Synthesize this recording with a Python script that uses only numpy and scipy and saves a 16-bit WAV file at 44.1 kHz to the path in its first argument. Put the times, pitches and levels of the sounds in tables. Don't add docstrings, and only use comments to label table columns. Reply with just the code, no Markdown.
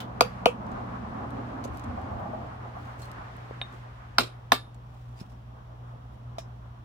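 import sys
import numpy as np
from scipy import signal
from scipy.fft import rfft, irfft
from scipy.io import wavfile

SR = 44100
rng = np.random.default_rng(int(sys.argv[2]) if len(sys.argv) > 2 else 0)


def wav_out(sig):
    wavfile.write(sys.argv[1], SR, np.round(np.clip(np.atleast_2d(sig).T, -1, 1) * 32767).astype(np.int16))


N = 301644
TIME = np.arange(N) / SR
AGE = np.arange(SR // 2) / SR

# frequency in Hz, side minus mid in dB.
WIDTH = [(60, -9.5), (110, -13), (200, -16), (380, 0.5), (700, 1), (1290, 3), (2400, 1), (8000, 0.5)]
# frequency in Hz, density in dB per Hz.
AIR_COLOUR = [(15, -33), (30, -10), (48, 0.5), (70, 1.5), (150, -5), (300, -19), (1000, -17.5),
              (2200, -31.5), (3300, -30), (4400, -39), (5600, -39.5), (8000, -47.5), (15500, -48.5)]
# frequency in Hz, mean level in dB rms.
HUM_TONES = [(59.8, -53), (119.7, -45.2)]
FAINT_BAND_HZ, FAINT_BAND_WIDTH_HZ, FAINT_BAND_DB = 5560, 90, -90.5
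# start in seconds, level in dB, centre in Hz.
LOW_SWELLS = [(1.69, -35, 88), (1.865, -38, 95), (2.115, -36.5, 86), (2.275, -36, 218)]
LOW_SWELL_RISE_S, LOW_SWELL_T60_S = 0.021, 0.36

PASS_S, SPEED_M_S, ROAD_M = 1.834, 12.57, 18.3
HIDDEN_S, SHADOW_DB_PER_S = 4.3, 12.5
# dB when abreast, dB more towards its front, dB less end-on, dB of far traffic.
TYRE_ROAR = (-39.5, 4.5, 5, -54.5)
ENGINE_DRONE = (-44, 11, 14, -64)
EXHAUST_BOOM = (-42.5, -2, 24.5, -67.5)
# frequency in Hz, density in dB per Hz.
TYRE_COLOUR = [(100, -2.5), (300, -4), (430, -5), (560, -4.5), (740, -0.5), (920, -3), (1120, -2),
               (1500, -10), (2200, -20.5), (4000, -32), (8000, -44.5), (15000, -57)]
# time in seconds, gain in dB, extra treble gain in dB.
ROAR_SWELL = [(0, 4, -6), (.35, -2.5, 5), (.55, 1.5, -5), (.75, 3, -2), (.95, 1, -0.5), (1.3, 2, -2),
              (1.85, -0.5, 0.5), (2.15, .5, 0), (2.45, 0.5, 1), (3.1, 0.5, 6), (3.6, 0, 8.5),
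              (4.1, -2.5, 8), (4.85, -3, -1), (5.7, 1, -2.5), (6.7, -.5, -1.5)]
TREBLE_HZ = 1537
# time in seconds, centre in Hz.
DRONE_PITCH = [(0, 201.7), (.9, 210.8), (1.4, 240.8), (1.8, 272), (2.2, 216.9), (4.9, 221.1)]
# start in seconds, level in dB.
JOLTS = [(1.755, -41), (1.974, -34), (2.114, -32), (2.192, -30.5), (2.254, -32.5), (2.333, -31.5),
         (2.415, -39), (2.652, -41), (2.765, -41)]
# frequency in Hz, density in dB per Hz.
CLATTER_COLOUR = [(300, -44), (500, -9), (650, 4), (830, 5.5), (960, -20), (1180, -1.5), (1500, -39),
                  (3000, -53)]
JOLT_RISE_S, JOLT_T60_S = 0.003, 0.13
RATTLE_DB, RATTLE_RISE_S, RATTLE_T60_S = -11.5, 0.011, 1.0

# start in seconds, level in dB, touch t60 in seconds, ring pitch in Hz.
SMALL_CONTACTS = [(0.002, -37.5, 0.12, 2960), (.6654, -58, 0.022, 5660), (0.716, -56, .025, 6210),
                  (1.3054, -53, 0.014, 8000), (1.64, -42, 0.035, 5840), (1.647, -44, 0.048, 6240),
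                  (1.677, -52, 0.015, 7050), (1.772, -43.5, 0.0073, 10200), (1.795, -48, .015, 6360),
                  (1.838, -49.5, 0.02, 6200), (1.844, -54, .012, 7500), (2.0155, -58, 0.011, 9000),
                  (3.115, -46, 0.011, 7000), (3.366, -57, 0.016, 11400), (4.744, -57, 0.025, 6950),
                  (6.383, -43.5, 0.11, 5020)]
CONTACT_RISE_S = 0.00077
# multiple of its ring pitch, density in dB per Hz.
TOUCH_COLOUR = [(.08, 6), (.45, 7), (1, 4), (1.6, -1.5), (3, -11)]
# frequency in Hz, level in dB, t60 in seconds, left minus right in dB.
SHAFT_MODES = [(1170, 2, .05, 0), (2440, -1, .07, 0), (3080, -4, .05, 0), (3400, -2, .05, 0),
               (3790, -1, .04, -4), (3890, 2, .04, -9), (5200, -8, .06, 0), (5400, -8, .13, 0),
               (5640, -8, .11, 0), (5900, -12, .07, 0), (7020, -7, .06, 7), (7160, -3, .06, 5)]
CLINK_S, CLINK_DB = 6.384, -48
# start in seconds, pitch in Hz, level in dB, t60 in seconds.
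BUMPS = [(1.655, 560, -24.5, 0.027), (3.51, 466, -25.5, 0.014), (5.213, 177, -26, 0.03),
         (6.383, 663, -25, 0.048)]
# start in seconds, level in dB, swell in seconds, t60 in seconds,
# upper edge of the singing in Hz, singing level in dB above the rubbing.
SCRAPES = [(2.975, -52, 0.045, 0.27, 8300, -13), (3.005, -58, 0.024, 0.17, 4350, 1),
           (3.71, -63, .026, 0.15, 6660, -18), (5.154, -55.5, 0.046, .07, 4980, -7),
           (5.198, -50.5, 0.01, 0.08, 5470, -7), (5.281, -64.5, 0.033, 0.2, 5500, -7)]
# start in seconds, level in dB, length in seconds.
RUSTLES = [(1.706, -62, .13), (2.723, -64.5, 0.26), (3.301, -76, 0.34), (3.682, -69, 0.18),
           (4.799, -71, 0.35), (5.037, -69, 0.27), (5.827, -74, .14), (6.115, -71, 0.056)]
# frequency in Hz, density in dB per Hz.
CLOTH_COLOUR = [(800, -12), (2500, 7), (4500, -1), (7000, -4), (10000, -9), (15000, -9)]

# frequency in Hz, level in dB, t60 in seconds, left minus right in dB.
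PUNCH_MODES = [(1850, -13, .012, 0), (2480, -4, .016, 4), (2640, -8, .018, 3), (2880, -7, .018, 3),
               (3380, -10, .02, 0), (3693, -.5, .066, -2), (3690, -21, .26, 0), (3770, -14, .05, -4),
               (8560, -26, .05, 0)]
# frequency in Hz, level in dB in the first blow,
# level in dB in the second, t60 in seconds, left minus right in dB.
CUP_MODES = [(1176, -26, -17, .16, 0), (1230, -22, -17, .07, 2), (1400, -5, -7, .03, 3),
             (1490, -10, -35, .025, 2), (1740, -32, -3, .026, -1), (2160, -25, -36, .07, 0),
             (2380, -22, -17, .025, 2), (2580, -20, -36, .04, 4), (2704, -18, -29, .045, 5),
             (2800, -25, -22, .07, 0), (3060, -24, -18, .055, 0), (3660, -36, -25, .29, 0),
             (3730, -33, -27, .17, 0), (3880, -16, -15, .055, -7), (4043, -25, -22, .13, -3),
             (4161, -33, -32, .17, -2), (4190, -13, -13, .03, -3), (4290, -19, -22, .04, -7),
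             (4850, -26, -33, .05, -2), (4990, -34, -42, .16, 0), (5227, -24, -28, .08, 0),
             (5400, -26, -40, .05, 0), (5590, -33, -31, .08, 0), (6270, -27, -34, .04, 0),
             (7130, -40, -33, .05, 0)]
# frequency in Hz, level in dB in the first blow,
# level in dB in the second, t60 in seconds, left minus right in dB.
OVERTONE_MODES = [(8586, -11, -13, .12, 0), (8690, -11, -14, .12, 0), (8860, -14, -17, .1, 0),
                  (9335, -19, -19, .08, 0), (9781, -24, -18, .32, 0), (9900, -13, -14, .06, 0),
                  (10060, -18, -18, .07, 0), (11550, -20, -15, .08, 0), (12170, -13, -22, .14, 0),
                  (12620, -3, 0, .055, 0), (12780, -3, -3, .055, 0), (14050, -9, -15, .07, 0),
                  (14480, -6, -2, .06, 0), (14750, -8, -7, .06, 0)]
# frequency in Hz, level in dB, t60 in seconds,
# left minus right in dB.
THUD_MODES = [(251.9, -14.5, 0.11, -0.5), (405, -17, 0.05, -0.5), (703, -12.5, 0.059, 7),
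              (855, -8.5, 0.021, 0), (1076, 5, 0.0077, 1.5)]
TAP_S, TAP_DB, TAP_JOINT_DB, TAP_THUD_DB = 3.6146, -26.5, -3, -6.5
# frequency in Hz, density in dB per Hz.
TAP_CLICK_COLOUR = [(300, 1), (600, 1), (1200, -5), (1800, 3), (2150, -6), (2700, 1), (3800, 1),
                    (4800, -23), (6000, -34), (15000, -46)]

# start in seconds, level in dB,
# crack in dB, steel ring in dB, rebound delay in seconds, rebound in dB, echo in dB, echo t60 in seconds.
KNOCKS = [(0.2078, -3, 4, 2.5, 0.013, -15.5, -17, 0.2), (0.4574, -0.5, -5, -0.5, 0.011, -16, -20, 0.2)]
# frequency in Hz, level in dB in the first knock,
# level in dB in the second, t60 in seconds, left minus right in dB.
JOINT_MODES = [(1260, -29, -30, .05, 0), (2350, -14, -20, .024, 4), (2417, -31, -28, .1, 7),
               (2490, -17, -14, .025, 7), (2589, -34, -30, .13, 3), (2700, -28, -12, .018, 4),
               (2790, -27, -25, .04, 4), (2950, -30, -13, .025, 6), (3020, -41, -38, .13, 2),
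               (3257, -39, -35, .14, 0), (3420, -30, -25, .03, 0), (4310, -36, -24, .025, -2),
               (4640, -18, -36, .03, -4), (4800, -30, -38, .09, 0), (3750, -33, -40, .08, 0),
               (5023, -31, -42, .05, 0), (6300, -27, -42, .035, 0), (6665, -42, -42, .06, 0),
               (11310, -40, -43, .06, 0), (12530, -38, -43, .06, 0)]
# frequency in Hz, level in dB, t60 in seconds,
# left minus right in dB.
BLOCK_MODES = [(285.5, -31, 0.0049, 4), (508, -13.5, 0.0034, -18), (504, -33.5, 0.095, 0.5),
               (656, -4.5, 0.012, 11), (846, -10, 0.0042, -14), (1160, -28.5, 0.011, 17)]
# frequency in Hz, density in dB per Hz.
KNOCK_CRACK_COLOUR = [(300, -49), (1000, 8.5), (1400, 13.5), (1800, -14.5), (2400, -2.5), (4500, -0.5),
                      (7000, -11.5), (10000, -13), (15000, -18.5)]
# frequency in Hz, density in dB per Hz.
KNOCK_YARD_COLOUR = [(120, -43), (200, -24.5), (327, -19), (497, 18.5), (607, -5), (1150, -1), (1510, -15),
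                     (1950, -22), (2420, -4), (3180, -12), (3610, -29), (5110, -26), (9480, -29),
                     (12700, -35), (15500, -47)]

# start in seconds, level in dB,
# crack in dB, punch ring in dB, overtones in dB, thud in dB, yard in dB, yard t60 in seconds,
# rebound delay in seconds, rebound in dB.
BLOWS = [(4.1829, -5.5, -0.5, -26.5, -20.5, -6, -17, .2, .012, -12),
         (4.519, -9, 4, -15.5, -17.5, 0.5, -17.5, .17, .0102, -15.5)]
# frequency in Hz, density in dB per Hz in the first blow,
# density in dB per Hz in the second.
BLOW_CRACK_COLOUR = [(298.4, -33, -34.5), (901.4, 8, 12), (1546, 4.5, -2), (1970, -5.5, -1.5),
                     (3000, -3.5, -5.5), (4040, -2, -1), (5060, 1.5, -11), (6200, -24, -14),
                     (8880, -15, -21.5), (11020, -32.5, -41.5), (14500, -32, -20), (15800, -28, -30.5)]
# frequency in Hz, density in dB per Hz.
BLOW_YARD_COLOUR = [(120, -14), (270, -7), (520, -4.5), (750, -13.5), (1150, -4), (1750, -21), (2100, -14),
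                    (3000, -12), (4000, -11.5), (5000, -16), (6100, -25.5), (8800, -24.5), (10600, -50),
                    (13000, -31.5), (15500, -49)]
TOP_HZ = 15800


def undb(db):
    return 10 ** (np.asarray(db) / 20)


def panned(db):
    return undb(np.array([[db], [-db]]) / 2)


def lowpass(x, hz):
    return signal.sosfiltfilt(signal.butter(3, hz, fs=SR, output="sos"), x)


def curve(rows):
    seconds, *columns = np.transpose(rows)
    return [np.interp(TIME, seconds, column) for column in columns]


def walk(rate):
    f = np.fft.rfftfreq(N, 1 / SR)
    x = irfft(rfft(rng.standard_normal(N)) / (1 + (f / rate) ** 4), N)
    return x / x.std()


def colour_db(table, size):
    hz, db = np.transpose(table)
    return np.interp(np.log(np.fft.rfftfreq(size, 1 / SR) + 1), np.log(hz), db)


def noise(spectrum, size):
    gain = undb(colour_db(spectrum, size))
    side = undb(colour_db(WIDTH, size))
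    mid_noise, side_noise = rfft(rng.standard_normal((2, size)))
    stereo = np.array([mid_noise + side * side_noise, mid_noise - side * side_noise])
    x = irfft(stereo * gain / np.hypot(1, side), size)
    return x / x.std()


def narrow(hz, width_hz):
    turn = 2 * np.pi * np.cumsum(hz * np.ones(N)) / SR
    return walk(width_hz) * np.cos(turn) + walk(width_hz) * np.sin(turn)


def fade(rise, t60):
    return np.minimum(AGE / rise, 1) * np.exp(-np.log(1000) * np.maximum(AGE - rise, 0) / t60)


def burst(spectrum, db, rise, t60):
    return undb(db) * fade(rise, t60) * noise(spectrum, len(AGE))


def ring(modes, rise, lag_ms):
    t = AGE - np.array([[lag_ms / 1000], [0]])
    out = 0
    for hz, db, t60, pan_db in modes:
        out = out + undb(db) * panned(pan_db) * fade(rise, t60) * np.sin(2 * np.pi * hz * t)
    return out


def at_hit(table, index, count=2):
    return [(row[0], row[1 + index], *row[1 + count:]) for row in table]


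def add(out, s, sound):
    i = max(int(s * SR), 0)
    out[:, i:i + sound.shape[1]] += sound[:, :out.shape[1] - i]


def diffuse(sound, db, tail):
    tail = tail / np.sqrt(np.sum(tail ** 2) / 2)
    return undb(db) * signal.fftconvolve(sound, tail, axes=1)[:, :len(AGE)]


def echoes(sound, db, t60):
    return diffuse(sound, db, rng.standard_normal((2, len(AGE))) * fade(0.008, t60))


def scattered(sound, db, t60, rise=0.014, clump_db=2.0, rate=120):
    clumps = undb(clump_db * walk(rate)[:len(AGE)])
    return diffuse(sound, db, rng.standard_normal((2, len(AGE))) * fade(rise, t60) * clumps)


def flicker(x, depth_db, rate, lowest_hz=230, count=4):
    out, rest = 0, x
    for k in range(count):
        band = lowpass(rest, lowest_hz * 2 ** k)
        out = out + band * undb(depth_db * walk(rate))
        rest = rest - band
    return out + rest


def grainy(sound, depth_db, rate):
    grip = undb(depth_db * walk(rate)[:len(AGE)])
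    return sound * grip / np.sqrt(np.mean(grip ** 2))


def touch_noise(db, rise, t60, hz):
    return burst([(hz * k, level) for k, level in TOUCH_COLOUR], db, rise, t60)


def contact(db, rise, t60, hz, ring_db=-8, ring_stretch=1.6):
    ring_colour = [(hz * 0.99, -40), (hz, 0), (hz * 2.5, -40)]
    metal = burst(ring_colour, db + ring_db, rise, t60 * ring_stretch)
    return touch_noise(db, rise, t60, hz) + metal


def air():
    faint_band = undb(FAINT_BAND_DB) * narrow(FAINT_BAND_HZ, FAINT_BAND_WIDTH_HZ)
    return undb(-52.0) * noise(AIR_COLOUR, N) + faint_band


def hum(waver_db=2.0):
    drift = 0.25 * walk(1.5)
    tones = 0
    for k, (hz, db) in enumerate(HUM_TONES):
        level = np.sqrt(2) * undb(db + waver_db * walk(10.0))
        tones = tones + level * np.sin(2 * np.pi * hz * TIME + (k + 1) * drift)
    return tones


def low_swells():
    out = np.zeros((2, N))
    for s, db, hz in LOW_SWELLS:
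        colour = [(hz / 2, -45), (hz, 0), (hz * 2, -45), (hz * 10, -90)]
        add(out, s, burst(colour, db, LOW_SWELL_RISE_S, LOW_SWELL_T60_S))
    return out


def passing(db, front_db, end_on_db, far_db):
    to_go = SPEED_M_S * (PASS_S - TIME)
    distance = np.hypot(to_go, ROAD_M)
    facing = to_go / distance
    shadow_db = SHADOW_DB_PER_S * np.maximum(TIME - HIDDEN_S, 0)
    car = undb(db + front_db * facing - end_on_db * facing ** 2 - shadow_db) * ROAD_M / distance
    return np.hypot(car, undb(far_db))


def traffic(drone_width_hz=50, boom_hz=88, boom_width_hz=19, flutter_db=0.8, drone_pan_db=-4.5, surge_db=2.15):
    drone_hz, = curve(DRONE_PITCH)
    swell_db, treble_db = curve(ROAR_SWELL)
    roar = flicker(noise(TYRE_COLOUR, N), depth_db=2.0, rate=12)
    low = lowpass(roar, TREBLE_HZ)
    tyres = low + undb(treble_db) * (roar - low)
    tyres = tyres * passing(*TYRE_ROAR) * undb(swell_db + flutter_db * walk(6.1))
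    drone = narrow(drone_hz, drone_width_hz) * passing(*ENGINE_DRONE)
    boom = narrow(boom_hz, boom_width_hz) * passing(*EXHAUST_BOOM)
    surge = undb(surge_db * walk(2.8))
    return tyres + surge * (drone * panned(drone_pan_db) + boom)


def clatter():
    out = np.zeros((2, N))
    for s, db in JOLTS:
        jolt = burst(CLATTER_COLOUR, db, JOLT_RISE_S, JOLT_T60_S)
        rattle = burst(CLATTER_COLOUR, db + RATTLE_DB, RATTLE_RISE_S, RATTLE_T60_S)
        add(out, s, jolt + rattle)
    return out


def rubbing():
    out = np.zeros((2, N))
    for s, db, rise, t60, hz, ring_db in SCRAPES:
        rub = touch_noise(db, rise, t60, hz)
        sing_colour = [(hz * 0.9, -50), (hz * 0.98, -9.58), (hz * 0.98001, -50)]
        sing = burst(sing_colour, db + ring_db, rise, t60)
        add(out, s, grainy(rub, depth_db=4, rate=220) + sing)
    for s, db, length in RUSTLES:
        arch = np.sin(np.pi * np.minimum(AGE / length, 1))
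        cloth = undb(db) * arch * noise(CLOTH_COLOUR, len(AGE))
        add(out, s, grainy(cloth, depth_db=2.5, rate=90))
    return out


def handling():
    out = np.zeros((2, N))
    for s, db, t60, hz in SMALL_CONTACTS:
        add(out, s, contact(db, CONTACT_RISE_S, t60, hz))
    shaft = ring(SHAFT_MODES, CONTACT_RISE_S, lag_ms=0.05)
    add(out, CLINK_S, undb(CLINK_DB) * (shaft + echoes(shaft, -7, t60=0.13)))
    for s, hz, db, t60 in BUMPS:
        dull_colour = [(hz / 2, -12), (hz, 0), (hz * 2, -14), (hz * 10, -60)]
        dull = burst(dull_colour, db - 20.5, rise=0.0043, t60=0.011)
        add(out, s, ring([(hz, db, t60, 0)], rise=0.00059, lag_ms=0.46) + dull)
    return out


def tap(soft_hz=2500, give_s=0.0038):
    out = np.zeros((2, N))
    joint = undb(TAP_JOINT_DB) * ring(at_hit(CUP_MODES, index=1), rise=0.00063, lag_ms=0.095)
    body = signal.sosfilt(signal.butter(3, soft_hz, fs=SR, output="sos"), joint)
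    click = burst(TAP_CLICK_COLOUR, -0.92, rise=0.00075, t60=0.015)
    sound = ring(PUNCH_MODES, rise=0.00103, lag_ms=0.036) + body + click
    add(out, TAP_S, undb(TAP_DB) * (sound + echoes(sound, -16, t60=0.2)))
    thud = ring(THUD_MODES, rise=0.00048, lag_ms=0.044)
    add(out, TAP_S + give_s, undb(TAP_DB + TAP_THUD_DB) * thud)
    return out


def knocks(give_s=0.00283, echo_s=0.00422, echo_db=-4):
    out = np.zeros((2, N))
    wood = ring(BLOCK_MODES, rise=0.00108, lag_ms=0.069)
    for k, row in enumerate(KNOCKS):
        s, db, crack_db, ring_db, rebound_s, rebound_db, wall_db, wall_t60 = row
        crack = burst(KNOCK_CRACK_COLOUR, -9.5 + crack_db, rise=0.00023, t60=0.019)
        steel = undb(ring_db) * ring(at_hit(JOINT_MODES, index=k), rise=0.0011, lag_ms=0.11)
        yard = burst(KNOCK_YARD_COLOUR, -21.5, rise=0.015, t60=0.14)
        yard = yard + echoes(crack + steel, wall_db, t60=wall_t60)
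        add(out, s, undb(db) * (crack + steel + yard))
        add(out, s + rebound_s, undb(db + rebound_db) * crack)
        add(out, s + give_s, undb(db) * wood)
        add(out, s + give_s + echo_s, undb(db + echo_db) * wood)
    return out


def hammer(give_s=0.0036):
    out = np.zeros((2, N))
    punch = ring(PUNCH_MODES, rise=0.00084, lag_ms=0.05)
    wood = ring(THUD_MODES, rise=0.00077, lag_ms=0.022)
    for k, row in enumerate(BLOWS):
        s, db, crack_db, punch_db, overtone_db, thud_db, yard_db, yard_t60, rebound_s, rebound_db = row
        cup = ring(at_hit(CUP_MODES, index=k), rise=0.0022, lag_ms=0.068)
        steel = undb(punch_db) * punch + cup
        overtones = ring(at_hit(OVERTONE_MODES, index=k), rise=0.0029, lag_ms=0.028)
        bright = undb(overtone_db) * (overtones + echoes(overtones, -8.5, t60=0.1))
        impact = burst(at_hit(BLOW_CRACK_COLOUR, index=k), crack_db, rise=0.00225, t60=0.012)
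        add(impact, give_s, undb(thud_db) * wood)
        clang = burst(BLOW_YARD_COLOUR, 7, rise=0.001, t60=0.035)
        yard = scattered(clang, yard_db, yard_t60) + echoes(steel, -13.5, t60=0.2)
        add(out, s, undb(db) * (impact + steel + bright + yard))
        add(out, s + rebound_s, undb(db + rebound_db) * impact)
    return out


def scene():
    background = air() + hum() + low_swells() + traffic() + clatter()
    return background + rubbing() + handling() + tap() + knocks() + hammer()


def record(dry, low_cut_hz=36):
    thin = signal.sosfilt(signal.butter(3, low_cut_hz, "high", fs=SR, output="sos"), dry)
    rounded = thin / (1 + thin ** 4) ** (1 / 4)
    return signal.sosfilt(signal.ellip(8, 0.2, 70, TOP_HZ, fs=SR, output="sos"), rounded)


dry = scene()
out = record(dry)
wav_out(out)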